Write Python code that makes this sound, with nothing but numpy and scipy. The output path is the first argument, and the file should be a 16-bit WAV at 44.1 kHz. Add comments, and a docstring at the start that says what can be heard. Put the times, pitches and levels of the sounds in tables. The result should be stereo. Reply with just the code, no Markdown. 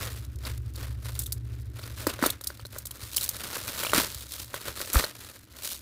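"""A taped bubble-wrap parcel is turned, cut and pulled open on a tiled floor, close to two microphones.
At first a small engine idles evenly outside, while the film rustles in tiny buckles and snaps in creases;
some snaps are bright cracks, others dull knocks of the parcel body. Just after 2 s the parcel thuds on
the tiles and the engine drops to a slow uneven chug. The hands get busier from 3 s and pull hardest
near 4 s. Near 5 s something bumps the microphone, mostly on the left, and a few last grips follow."""
import sys
import numpy as np
from scipy import signal
from scipy.fft import irfft, next_fast_len
from scipy.io import wavfile

SR = 44100
rng = np.random.default_rng(int(sys.argv[2]) if len(sys.argv) > 2 else 0)


def put_to_file(sound):
    """Save the sound as 16-bit audio at rate SR, in the file named by the first command-line argument."""
    columns = np.atleast_2d(sound).T  # one column per channel
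    safe = np.clip(columns, -1, 1)
    whole_steps = np.round(safe * 32767)
    wavfile.write(sys.argv[1], SR, whole_steps.astype(np.int16))


N = 256220

# how alike the two microphones hear noise: f/Hz, correlation
MIC_CORRELATION = [(100, 1), (300, 0.82), (700, 0.31), (4000, 0.01)]
# room tone: f/Hz, relative density/dB
ROOM_SPECTRUM = [(170, -3.5), (300, 2), (790, -53), (1500, -17), (16000, -53)]
ROOM_DB, RUMBLE_START_DB = -60.5, -45

# engine outside, even idle: t/s, firing rate/Hz, level/dB
IDLE = [(0, 12.92, -38), (1.3, 12.92, -37.5), (1.7, 12.65, -37), (2.05, 12.5, -39), (2.3, 12.3, -46)]
# its slow single firings: t/s, relative level/dB
CHUGS = [(2.614, -40), (2.651, -42), (2.87, -42.5), (3.019, -40), (3.318, -41.5), (3.616, -44), (3.89, -44),
         (4.145, -38.5), (4.409, -41), (4.672, -39.5)]
# resonances of pipe and walls: f/Hz, width/Hz, gain/dB
EXHAUST_MODES = [(65.26, 2.97, 1), (79, 31.3, 11), (115.7, 7.2, 6.5)]
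# push on the microphone: t/s, f/Hz, envelope peak/dB, t60/s, left minus right/dB
MIC_BUMP = (4.957, 55, -12.5, .035, 13)

# where the hands work between the microphones: t/s, left minus right/dB
HAND_PAN = [(0, 1), (2.8, 1.7), (3.3, -1.5), (3.5, 1.5), (5.8, 3)]
# parcel landing on the floor: t/s, relative level/dB
THUDS = [(2.07, -28), (2.226, -24.5), (2.262, -30), (3.978, -28), (4.945, -32.5)]
# resonance of the parcel on tile: f/Hz, gain/dB, t60/s
FLOOR_MODES = [(274, 14, 0.035)]
# resonances of the parcel body: f/Hz, gain/dB, t60/s
PARCEL_MODES = [(417, -9, 0.026), (584, -2, 0.029), (1100, -2.5, 0.013), (1404, 2, 0.015),
                (1850, 5.5, 0.0059)]
# rubbed parcel body: f/Hz, relative density/dB
RUB_SPECTRUM = [(290, 0), (570, 1.5), (780, -4), (1350, 2.5), (2000, 0), (3000, -2)]
# thin film: f/Hz, relative density/dB
FILM_SPECTRUM = [(1000, -21), (1900, -14.5), (3000, -9.5), (3900, -2), (5800, -6.5), (7600, -6),
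                 (10700, -5.5), (16000, -6)]
# grips, turns and pulls: t/s at full strength, hold/s, film level/dB, body against film/dB
GRIPS = [(0.025, 0.0098, -32, -1.5), (0.117, 0.013, -41.5, -6), (0.461, 0.0068, -41, -1.5),
         (0.791, 0.026, -44.5, -1), (1.053, 0.0042, -39.5, -3.5), (1.149, 0.063, -46, -5.5),
         (1.795, 0.079, -45, -3), (1.982, 0.051, -40.5, -5.5), (2.074, 0.018, -35, 0.5),
         (2.237, 0.014, -29.5, 1.5), (2.469, 0.056, -50, -3.5), (2.741, 0.0089, -45, -3.5),
         (2.949, 0.024, -47, -1.5), (3.026, 0.012, -38, -10.5), (3.127, 0.14, -35.5, -15),
         (3.339, 0.2, -38, -5), (3.55, 0.21, -35.5, -6.5), (3.791, 0.12, -33, -8.5),
         (3.952, 0.065, -22, -4.5), (4.082, 0.12, -39, -11.5), (4.3, 0.12, -36.5, -12.5),
         (4.538, 0.079, -39.5, -4), (4.661, 0.025, -38, -4), (4.768, 0.17, -35.5, -6.5),
         (4.96, 0.056, -25, -3), (5.157, 0.15, -45.5, -7), (5.576, 0.012, -42, -4), (5.638, 0.09, -32, -17)]
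ATTACK_S, RELEASE_S, AT_REST_DB = 0.06, 0.14, -62   # a grip rises from rest and sinks back
BUBBLE_RANGE_HZ, BUBBLE_T60_CYCLES = (2400, 11000), 20
# lone creases relaxing: t/s, relative level/dB
TICKS = [(0.2496, -29.5), (0.3584, -30.5), (0.3875, -33), (0.5048, -29), (0.5775, -25.5), (0.6614, -38),
         (0.7376, -33), (1.1532, -22), (2.6664, -24.5), (2.7257, -31), (4.1463, -16.5), (4.3204, -13.5)]
# creases snapping: t/s, crack level/dB, pocket ring against crack/dB, knock drive against crack/dB
SNAPS = [(.451, -38.5, 13.5, 2.5), (0.757, -31, 0.5, -29), (1.191, -18, -28, -60), (1.2, -36, 3, -22),
         (1.219, -29.5, -13, -38), (1.234, -28.5, -8, -33), (1.261, -26.5, -3, -39),
         (1.3222, -17.5, -4.5, -33), (1.793, -40.5, 5.5, 8), (1.838, -50.5, 18, 19), (2.0684, -19, -3, 7),
         (2.091, -33, -3, 9), (2.191, -40, 7, 15), (2.226, -24.5, -5, 11.5), (2.239, -23, -1, 10.5),
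         (2.261, -12, -10, -2), (2.302, -18.5, -0.5, -35), (2.411, -31.5, -4, -4.5),
         (2.439, -26.5, -2, -23), (2.471, -18.5, -9.5, -44), (2.503, -44.5, 12.5, 14.5),
         (2.596, -49.5, 12, 15), (2.652, -34.5, 5, 1), (2.763, -41.5, -7, 10), (2.784, -25.5, -18, -42),
         (2.854, -26, -12, -16), (2.868, -31, -7, -25), (2.909, -29.5, -3, -13), (3.164, -11, -4, -27),
         (3.1767, -21.5, 3, -34), (3.21, -25, 3, -33), (3.227, -22, -2, -26), (3.239, -18.5, -8, -23),
         (3.29, -16.5, -8, -20), (3.567, -27, -19, 5), (3.834, -22, 5, 2), (3.849, -29.5, 9, 3),
         (3.867, -28.5, 9, 6.5), (3.895, -28.5, 8.5, -6), (3.934, -18.5, -1.5, 11), (4.542, -27.5, -2, 3),
         (4.683, -32, 0, 8), (4.804, -29, -17, 5), (4.931, -16, -24, -14), (4.945, -18, -25, 0),
         (4.957, -28.5, -7, 14.5), (5.016, -41, -5, 10), (5.0405, -27, 8, 8.5), ]
RATTLE_S = 0.0055   # a crease lets go in three steps within this time
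# air pocket by the fingers, squeezed more or less: t/s, f/Hz
POCKET_PITCH = [(3.3, 4200), (3.8, 3000), (4.2, 3970)]
POCKET_T60_S, POCKET_SCATTER = 0.012, .13   # scatter as a share of the pitch


def from_db(db):
    """Decibels to gain."""
    return 10 ** (np.asarray(db) / 20)


def unit_rms(x):
    """Scale to rms 1."""
    return x / np.sqrt(np.mean(x ** 2) + 1e-20)


def sides(pan_db):
    """Gains at the left and right microphones."""
    return from_db([pan_db / 2, -pan_db / 2])


def in_time(rows):
    """A table's curves at every sample."""
    times, *columns = np.transpose(rows)
    return [np.interp(np.arange(N) / SR, times, column) for column in columns]


def at_hz(points, hz):
    """A curve read on a log frequency axis."""
    knots_hz, values = np.transpose(points)
    return np.interp(np.log(hz), np.log(knots_hz), values)


def butter(x, order, hz, kind="low"):
    """Butterworth filter."""
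    return signal.sosfilt(signal.butter(order, hz, kind, fs=SR, output="sos"), x)


def stereo_noise(spectrum, low_hz=20, high_hz=20000):
    """Shaped noise, alike at both microphones in the bass and unrelated in the treble; rms 1."""
    size = next_fast_len(N, real=True)
    hz = np.maximum(np.fft.rfftfreq(size, 1 / SR), 1)
    real, imag = rng.standard_normal((2, 2, len(hz)))
    mid, side = real + 1j * imag
    alike = at_hz(MIC_CORRELATION, hz)
    edges = 1 / np.sqrt((1 + (low_hz / hz) ** 6) * (1 + (hz / high_hz) ** 6))
    both = np.sqrt(1 + alike) * mid + np.sqrt(1 - alike) * side * [[1], [-1]]
    return unit_rms(irfft(both * from_db(at_hz(spectrum, hz)) * edges, size)[:, :N])


def clicks_at(times, sizes):
    """A train of single clicks."""
    out = np.zeros(N)
    out[(times * SR).astype(int)] = sizes
    return out


def decay(clicks, t60):
    """Each click starts an envelope that falls 60 dB in t60 seconds."""
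    return signal.lfilter([1], [1, -from_db(-60 / (t60 * SR))], clicks + 1e-18)


def resonate(drive, hz, t60):
    """One mode, ringing as a damped sine."""
    radius, angle = from_db(-60 / (t60 * SR)), 2 * np.pi * hz / SR
    return signal.lfilter([0, np.sin(angle)], [1, -2 * radius * np.cos(angle), radius ** 2], drive + 1e-18)


def room_tone():
    """The quiet room behind everything."""
    return from_db(ROOM_DB) * stereo_noise(ROOM_SPECTRUM, low_hz=140)


def exhaust(pulses):
    """Pressure pulses ring the pipe and wall resonances."""
    out = 0
    for k, (hz, width_hz, gain_db) in enumerate(EXHAUST_MODES):
        t60 = np.log(1000) / (np.pi * width_hz)
        out = out + (-1) ** k * from_db(gain_db) * resonate(pulses, hz, t60)
    return out


def engine_idle():
    """Heard from indoors: even firings of slightly unequal strength through a silencer, and casing noise."""
    firing_hz, level_db = in_time(IDLE)
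    running = np.arange(N) < IDLE[-1][0] * SR
    fired = np.diff(np.floor(np.cumsum(firing_hz) / SR + .6), prepend=-1) * running
    pulses = fired * from_db(.7 * rng.standard_normal(N)) + .0013 * running * rng.standard_normal(N)
    silenced = unit_rms(butter(exhaust(pulses), 4, 135))
    casing = unit_rms(butter(rng.standard_normal(N), 2, [210, 380], "band"))
    idle = from_db(level_db) * (silenced + from_db(-16.5) * running * casing) * np.sqrt(running.mean())
    return idle + from_db(-21) * butter(idle, 4, 130) * [[1], [-1]]   # bass is uneven across the room


def engine_chugs():
    """Running slowly, the engine is duller: each firing is a blunt puff and a ring of the pipe."""
    times, level_db = np.transpose(CHUGS)
    firings = clicks_at(times, from_db(level_db))
    puff = butter(firings, 3, [48, 125], "band") * SR / 160
    puff = np.roll(puff, round(0.0088 * SR))   # the pressure peaks after the pipe starts ringing
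    return puff + from_db(-7) * butter(exhaust(firings), 2, 105)


def engine_rumble():
    """Rough noise through the exhaust, fading steadily."""
    mid, side = unit_rms(butter(exhaust(rng.standard_normal((2, N)) * [[1], [.3]]), 2, 105))
    return from_db(RUMBLE_START_DB - 2.23 * np.arange(N) / SR) * (mid + side * [[1], [-1]])


def mic_bump():
    """A soft push on the microphone: a low swing that swells briefly and dies."""
    start, hz, peak_db, t60, pan_db = MIC_BUMP
    t = np.maximum(np.arange(N) / SR - start, 0)
    age = t * np.log(1000) / t60
    swell = from_db(peak_db) * (age / 2) ** 2 * np.exp(2 - age)
    return sides(pan_db)[:, None] * swell * -np.sin(2 * np.pi * hz * t)


def knocks(clicks, modes, spread_db):
    """Blows ring the parcel's modes, each mode with a strength of its own."""
    out, hit = 0, clicks != 0
    shape = rng.integers(0, 3, N)   # each blow finds the parcel squeezed to one of three shapes
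    for hz, gain_db, t60 in modes:
        blows = np.zeros((2, N))
        blow_db = gain_db + spread_db * rng.standard_normal(hit.sum())
        blows[:, hit] = clicks[hit] * from_db(blow_db + rng.normal(0, 1.5, (2, hit.sum())))
        for k, squeeze in enumerate(1 + .08 * rng.permutation([-1, 0, 1])):
            out = out + resonate(blows * (shape == k), hz * squeeze, t60)
    out[1] = np.roll(out[1], shift=7)   # reaches the right microphone a little later
    return butter(out, 2, modes[0][0], "high")   # too small to radiate bass


def floor_thuds():
    """The parcel drops on the tiles."""
    times, level_db = np.transpose(THUDS)
    return knocks(clicks_at(times, from_db(level_db)), FLOOR_MODES, spread_db=0)


def grip_gains():
    """Film and body gains: each grip rises, holds and sinks; overlapping grips add in power."""
    t = np.arange(N) / SR
    film_power = body_power = from_db(AT_REST_DB) ** 2
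    for start, hold_s, film_db, body_db in GRIPS:
        strength = np.minimum(1 + (t - start) / ATTACK_S, 1 - (t - start - hold_s) / RELEASE_S)
        gain = from_db(AT_REST_DB + (film_db - AT_REST_DB) * np.minimum(strength, 1)) * (strength > 0)
        film_power = film_power + gain ** 2
        body_power = body_power + (gain * from_db(body_db)) ** 2
    return np.sqrt(film_power), np.sqrt(body_power)


def buckles(per_s, spread_db):
    """Random tiny buckles, a few larger than most."""
    sizes = from_db(spread_db * np.minimum(rng.exponential(1, N), 3.2))
    return sizes * (rng.random(N) < per_s / SR)


def buckle_envelope(clicks, t60, sliding):
    """Dying buckles over a smooth sliding part; rms 1."""
    return unit_rms(sliding + unit_rms(decay(clicks, t60)))


def bubble_rings(clicks):
    """Each buckle rings one bubble of the wrap, at a pitch and a side of its own; rms 1."""
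    out, bubble = 0, rng.integers(0, 14, N)
    placed = clicks * sides(4.8 * rng.standard_normal(N)) * rng.choice([-1, 1], (2, N))
    for k, hz in enumerate(np.geomspace(*BUBBLE_RANGE_HZ, num=14)):
        out = out + resonate(placed * (bubble == k), hz, BUBBLE_T60_CYCLES / hz)
    return unit_rms(out)


def crease_ticks(film_gain):
    """Lone creases relax, among faint ticks that follow the handling only loosely."""
    faint = from_db(-21) * np.sqrt(film_gain) * buckles(per_s=30, spread_db=3)
    times, level_db = np.transpose(TICKS)
    lone = clicks_at(times, from_db(level_db - 9))
    return decay(faint + lone, t60=0.018) * stereo_noise(FILM_SPECTRUM, low_hz=3520)


def rustle(film_gain, body_gain):
    """Close up, the film crackles; the parcel hisses under the fingers and is tapped by the buckles."""
    small, large = buckles(per_s=220, spread_db=2.5), buckles(per_s=71, spread_db=1.5)
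    crackle = buckle_envelope(small + .6 * large, t60=.01, sliding=.65) * stereo_noise(FILM_SPECTRUM)
    bubbles = bubble_rings(small + 1.64 * large)
    rub = buckle_envelope(small, t60=0.046, sliding=0.31) * stereo_noise(RUB_SPECTRUM, high_hz=4400)
    blows = (large + 0.24 * small) * rng.choice([-1, 1], N)
    taps = unit_rms(knocks(blows, PARCEL_MODES, spread_db=3.5))
    return film_gain * (crackle + 0.2 * bubbles) + body_gain * (1.1 * rub + 0.46 * taps)


def pocket_rings(times, sizes):
    """Each step of a snap rings the nearest air pocket at a pitch of its own."""
    out = np.zeros((2, N + SR))
    t = np.arange(round(POCKET_T60_S * SR)) / SR
    pitches = np.interp(times, *np.transpose(POCKET_PITCH))
    for start, size, pitch in zip((times * SR).astype(int), sizes, pitches):
        hz = pitch * (1 + POCKET_SCATTER * rng.standard_normal())
        swing = np.sin(2 * np.pi * hz * t + rng.standard_normal((2, 1)))   # a phase for each microphone
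        out[:, start:start + len(t)] += size * swing * from_db(-60 * t / POCKET_T60_S)
    return out[:, :N]


def crease_snaps():
    """Close up, each crease lets go with its own mix of bright crack, air pocket ring and dull knock."""
    times, crack_db, ring_db, knock_db = np.transpose(SNAPS)
    body = knocks(clicks_at(times, from_db(crack_db + knock_db - 5)), PARCEL_MODES, spread_db=3)
    late, weaker = rng.random((len(times), 2, 3)).transpose(1, 0, 2)
    late[:, 0] = 0   # the first step is on time and tends to be the strongest
    weaker[:, 0] /= 2
    step_times = (times[:, None] + RATTLE_S * late).ravel()
    step_db = (crack_db[:, None] - 6.6 * weaker).ravel()
    rings = pocket_rings(step_times, from_db(step_db + np.repeat(ring_db, 3)))
    steps = clicks_at(step_times, from_db(step_db))
    burst = decay(steps, t60=.012) - decay(steps, t60=.0017)   # finite rise
    tail = from_db(-21.5) * decay(steps, t60=0.095)   # off floor and walls
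    return body + rings + (burst + tail) * stereo_noise(FILM_SPECTRUM, low_hz=6400)


def scene():
    """The parcel close to the microphones, the engine outside, the bump and the room."""
    film_gain, body_gain = grip_gains()
    parcel = rustle(film_gain, body_gain) + crease_ticks(film_gain) + crease_snaps() + floor_thuds()
    engine = engine_idle() + engine_chugs() + engine_rumble()
    return room_tone() + engine + mic_bump() + sides(in_time(HAND_PAN)[0]) * parcel


def record(dry):
    """Peaks are rounded and the top is cut steeply."""
    stop_hz = 16200
    return signal.sosfilt(signal.cheby2(14, 60, stop_hz, fs=SR, output="sos"), np.tanh(dry))


dry = scene()
out = record(dry)
put_to_file(out)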